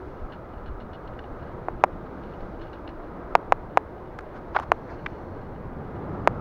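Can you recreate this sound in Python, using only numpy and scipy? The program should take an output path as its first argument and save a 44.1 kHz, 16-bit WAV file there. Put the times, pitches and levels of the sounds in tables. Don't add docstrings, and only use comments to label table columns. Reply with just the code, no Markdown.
import sys
import numpy as np
from scipy import signal
from scipy.io import wavfile

SR = 44100
rng = np.random.default_rng(int(sys.argv[2]) if len(sys.argv) > 2 else 0)


def generate_wav(signal):
    frames = np.transpose(np.atleast_2d(signal))
    scaled = np.clip(frames, -1, 1) * 32767
    pcm = np.round(scaled).astype(np.int16)
    wavfile.write(sys.argv[1], SR, pcm)


N = 282365
TIME = np.arange(N) / SR

# frequency in Hz, relative density in dB.
HIGH_HISS_SPECTRUM = [(5000, -14), (9000, 0.5), (11500, -3), (14000, 3), (16000, 0)]
SLEEVE_SPECTRUM = [(600, 18.5), (1200, 16), (2000, 7), (3200, -18), (4500, -9.5), (6000, -18), (8000, -48),
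                   (13000, -44)]
BUFFET_SPECTRUM = [(15, 1.5), (26, 5), (42, -1.5), (55, 0.5), (85, -7.5), (140, -42)]
AIRFLOW_SPECTRUM = [(55, -4.5), (90, -0.5), (150, -2), (250, -6.5), (400, -10), (800, -39.5), (2000, -46)]
ROAR_SPECTRUM = [(180, -3.5), (330, 0.5), (520, 2), (680, -1.5), (850, -3), (1050, -4.5), (1280, -10),
                 (1600, -12.5), (2000, -23.5), (2500, -52), (3200, -32)]
TREAD_SPECTRUM = [(1500, 10.5), (2400, 11), (3000, -3), (4200, 11), (5000, -9.5), (6200, 0), (7500, -37),
                  (10000, -48)]

# time in seconds, level in dB before any trim.
EDDY_LEVELS = [(0, -44.5), (1.3, -43), (6.4, -47)]
AIRFLOW_LEVELS = [(0.0, -45.5), (0.39, -47.5), (2.42, -44), (2.85, -50.5), (3.4, -46), (4.35, -50),
                  (4.56, -45.5), (5.88, -41.5), (6.1, -35.5), (6.4, -35)]
ROAR_LEVELS = [(0.0, -43.5), (0.84, -45), (1.48, -42), (1.76, -44), (2.23, -42.5), (2.78, -44.5),
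               (3.32, -41.5), (3.89, -44), (4.83, -42.5), (5.63, -43), (5.92, -41), (6.11, -39.5),
               (6.4, -41.5)]
TREAD_LEVELS = [(0, -56.5), (.6, -61.5), (1.3, -59.5), (1.9, -60), (2.4, -56), (3.1, -61), (3.8, -62.5),
                (4.4, -60), (5.1, -60.5), (5.6, -62.5), (6.4, -61)]
AIRFLOW_TRIM_DB, ROAR_TRIM_DB, TREAD_TRIM_DB = 2.5, 1.5, -10.5

# middle in seconds, level in dB, half length in seconds.
SLEEVE_SWISHES = [(4.368, -44.5, 0.016), (4.585, -40, 0.031), (4.92, -44.5, 0.031), (5.1, -54, 0.046)]
WIND_GUSTS = [(0.02, -32.5, 0.057), (0.24, -35, 0.036), (0.7, -35, 0.064), (2.42, -37.5, .04),
              (3.3, -47, 0.043), (5.43, -43, .06)]

# frequency in Hz, width of one filter in Hz, relative gain in dB.
WHIRR_RESONANCES = [(4310, 400, 8), (5730, 900, -2)]
CHAIN_RESONANCES = [(1556, 166, 6.5), (2900, 85, 4), (3430, 400, -9), (4340, 160, -8), (4920, 250, -22)]
HOUSING_RESONANCES = [(3340, 210, -5.5), (5390, 200, -10.5), (6300, 570, -6.5), (9870, 450, -10.5),
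                      (12500, 1300, -33)]

# time in seconds, motor pitch in Hz, hum level in dB, gear whine level in dB.
MOTOR_CURVES = [(0, 366, -44.5, -53), (1.0, 348.2, -79, -53.5), (1.7, 353.6, -45.5, -54.5),
                (2.4, 345.6, -50.5, -54), (2.9, 318, -44, -55), (3.3, 319.5, -50.5, -49.5),
                (3.9, 352.8, -50.5, -76), (4.6, 350.5, -50, -74), (5.2, 350.1, -52.5, -75),
                (6.4, 335.5, -70, -46)]
# start in seconds, level in dB before the slap, length in seconds.
CHAIN_BURSTS = [(0.32, -49, 0.034), (0.659, -53, 0.034), (0.801, -54.5, .03), (0.931, -51, 0.036),
                (1.074, -49, 0.015), (1.19, -44, 0.0067), (1.238, -58, .028), (1.426, -58, .021),
                (2.336, -56.5, 0.018), (2.405, -52, .01), (2.613, -50, .05), (2.73, -47, 0.025),
                (2.876, -41, .008), (2.889, -48, 0.015)]
# multiple of the pitch, relative level in dB,
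# seconds to fall by 60 dB.
PLASTIC_MODES = [(.55, 10, 0.0041), (.75, 7, 0.0083), (1.0, 5.5, 0.0097), (1.55, -4.5, 0.0081),
                 (2.3, -4, 0.0015)]
# start in seconds, level in dB, length in seconds, pitch in Hz,
# relative level of the grit in dB.
MOUNT_CREAKS = [(4.1883, -25, .004, 1450, -15), (4.208, -37, .001, 1424, -12),
                (4.548, -21, .013, 1090, -36), (4.5630, -7.5, .001, 737, -50),
                (4.5652, -10, .005, 1470, -46), (4.589, -16, .001, 850, -32),
                (4.5984, -19.5, .001, 1090, -12), (4.623, -31.5, .016, 1080, -19),
                (5.062, -16.5, .004, 2120, -45)]
# start in seconds, level in dB, pitch in Hz, damping as width over pitch,
# seconds to the first rebound, gain of the crack at full force in dB.
MOUNT_KNOCKS = [(1.6846, -11.5, 670, 0.98, 0.0026, -2), (1.8385, 3.5, 737, 0.87, 0.005, 4.5),
                (3.3526, 5, 728, 0.98, 0.0042, 6.5), (3.5226, 2.5, 727, 1, .0038, 3),
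                (3.7732, 2.5, 710, 1.06, 0.00396, 3), (4.7184, 1.5, 700, 1.41, 0.00274, 2.5),
                (6.2745, 2.5, 590, 1.7, .0031, 6.5)]


def from_db(db):
    return 10 ** (np.asarray(db) / 20)


def unit_rms(x):
    return x / np.sqrt(np.mean(x ** 2) + 1e-20)


def curves(rows):
    times, *columns = np.transpose(rows)
    return [np.interp(TIME, times, column) for column in columns]


def swells(rows):
    return sum(from_db(db) * np.exp(-.5 * ((TIME - middle) / half) ** 2) for middle, db, half in rows)


def add(out, start_s, sound):
    at = max(0, round(start_s * SR))
    out[at:at + len(sound)] += sound[:N - at]


def drift(rate_hz):
    pole = np.exp(-80 * np.pi * rate_hz / SR)
    slow = signal.lfilter([1], [1, -2 * pole, pole * pole], rng.standard_normal(N // 40 + 2002))[2000:]
    return np.interp(np.arange(N) / 40, np.arange(len(slow)), unit_rms(slow))


def cut(x, hz, kind, order=2):
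    return signal.sosfilt(signal.butter(order, hz, kind, fs=SR, output="sos"), x)


def resonate(x, hz, width_hz):
    radius = np.exp(-np.pi * width_hz / SR)
    feedback = [1, -2 * radius * np.cos(2 * np.pi * hz / SR), radius ** 2]
    return signal.lfilter(np.array([1, 0, -1]) * (1 - radius ** 2) / 2, feedback, x + 1e-18)


def resonate_twice(x, hz, width_hz):
    return resonate(resonate(x, hz, width_hz), hz, width_hz)


def noise(spectrum, flicker_db):
    hz, db = np.transpose(spectrum)
    edges = 16 * 2 ** (np.arange(31) / 3)
    out, white, together = 0, rng.standard_normal((2, N)), drift(19)
    for k, (low, high) in enumerate(zip(edges, edges[1:])):
        if high > hz[0] and low < hz[-1]:
            band = cut(white[k % 2], [low, high], "band")
            level_db = np.interp(np.log(low * high) / 2, np.log(hz), db)
            out = out + band * from_db(level_db + flicker_db * (drift(26) + .5 * together))
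    return unit_rms(out)


def high_hiss():
    return from_db(-81.5) * noise(HIGH_HISS_SPECTRUM, flicker_db=0)


def whirr(middle_s=5.06, level_db=-76, half_length_s=0.32):
    rub = rng.standard_normal(N)
    ring = sum(from_db(db) * resonate_twice(rub, hz, width) for hz, width, db in WHIRR_RESONANCES)
    return swells([(middle_s, level_db, half_length_s)]) * unit_rms(ring)


def sleeve():
    return swells(SLEEVE_SWISHES) * noise(SLEEVE_SPECTRUM, flicker_db=2.5)


def motor():
    hz, hum_db, whine_db = curves(MOTOR_CURVES)
    phase = 2 * np.pi * np.cumsum(hz) / SR
    hum = unit_rms(np.sin(phase) * drift(26) + np.cos(phase) * drift(28))
    whine = unit_rms(resonate_twice(rng.standard_normal(N), hz=1272, width_hz=260))
    return from_db(hum_db) * hum + from_db(whine_db) * whine


def chain(ticks_per_s=2500, slap_db=7, slap_s=0.0037):
    tread_db, = curves(TREAD_LEVELS)
    shake = from_db(tread_db - 12.5 + 5.5 * drift(35))
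    for start, db, length in CHAIN_BURSTS:
        age = np.clip(TIME - start, 0, 1)
        burst_db = db + slap_db * np.exp(-age / slap_s) - 11 * (age / length) ** 2
        attack = np.minimum(age / 0.0015, 1)
        shake = np.hypot(shake, from_db(burst_db) * attack)
    ticks = rng.choice([-1, 1], N) * (rng.random(N) < ticks_per_s / SR)
    ticks = ticks * from_db(2.0 * drift(180))
    metal = sum((-1) ** k * from_db(db) * resonate(ticks, hz, width)
                for k, (hz, width, db) in enumerate(CHAIN_RESONANCES))
    return cut(shake * unit_rms(metal), 5600, "low", order=6)


def wind():
    eddy_db, = curves(EDDY_LEVELS)
    airflow_db, = curves(AIRFLOW_LEVELS)
    eddies = from_db(eddy_db + drift(7))
    buffets = np.hypot(eddies, swells(WIND_GUSTS)) * noise(BUFFET_SPECTRUM, flicker_db=3.5)
    airflow = from_db(airflow_db + AIRFLOW_TRIM_DB) * noise(AIRFLOW_SPECTRUM, flicker_db=2.5)
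    return buffets + airflow


def tyres():
    roar_db, = curves(ROAR_LEVELS)
    tread_db, = curves(TREAD_LEVELS)
    roar = from_db(roar_db + ROAR_TRIM_DB) * noise(ROAR_SPECTRUM, flicker_db=.7)
    hiss = from_db(tread_db + TREAD_TRIM_DB) * noise(TREAD_SPECTRUM, flicker_db=.4)
    return roar + hiss


def slip(hz, grit_db):
    t = TIME[:SR // 30]
    ring = sum((-1) ** k * from_db(db - 60 * t / t60) * np.sin(2 * np.pi * hz * ratio * t)
               for k, (ratio, db, t60) in enumerate(PLASTIC_MODES))
    body = cut(cut(ring, 530, "high", order=3), 3440, "low") / np.abs(ring).max()
    grit = cut(rng.standard_normal(len(t)) * from_db(-60 * t / 0.011), 5270, "low")
    return body + from_db(grit_db) * grit


def creaks(gap_s=0.0027, jitter=0.11, scatter_octaves=.15):
    out = np.zeros(N)
    for start, db, length, hz, grit_db in MOUNT_CREAKS:
        for k, (early, detune) in enumerate(rng.uniform(-1, 1, size=(8, 2))):
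            octaves = scatter_octaves * detune if k > 0 else 0
            sound = slip(hz * 2 ** octaves, grit_db)
            if k * gap_s < length:
                add(out, start + k * gap_s * (1 - jitter * early), from_db(db) * sound)
    return out


def housing_thud(hz, hardness_hz, damping):
    pulse = resonate_twice(signal.unit_impulse(1024), hz, damping * hz)
    pulse = cut(pulse, 1940, "low", order=1)
    pulse = cut(pulse, hardness_hz, "low", order=4)
    return -pulse / np.abs(pulse).max()


def knocks(rebound_loss_db=13, rebound_shrink=0.556):
    out = np.zeros(N)
    tick = signal.unit_impulse(1024)
    ring = sum(from_db(db) * resonate(tick, hz, width) for hz, width, db in HOUSING_RESONANCES)
    crack = cut(ring, 8600, "low")
    thump = from_db(10) * resonate(tick, hz=327, width_hz=56)
    for start, db, hz, damping, gap, crack_db in MOUNT_KNOCKS:
        for bounce in range(3):
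            force = min(from_db(db), 1)
            body = housing_thud(hz, 4000 * force ** 0.38, damping) + damping * thump
            add(out, start, from_db(db) * body + force ** 4 * from_db(crack_db) * crack)
            start += gap * rebound_shrink ** bounce
            db -= rebound_loss_db
    return out


def scene():
    return (wind() + tyres() + motor() + knocks() + creaks() + chain() + sleeve() + whirr())[None]


def record(dry, cutoff_hz=15900):
    rounded = dry / (1 + dry ** 6) ** (1 / 6)
    dipped = rounded - resonate(rounded, hz=7870, width_hz=1450)
    top_cut = signal.ellip(10, .1, 70, cutoff_hz, fs=SR, output="sos")
    return signal.sosfilt(top_cut, dipped + high_hiss())


dry = scene()
out = record(dry)
generate_wav(out)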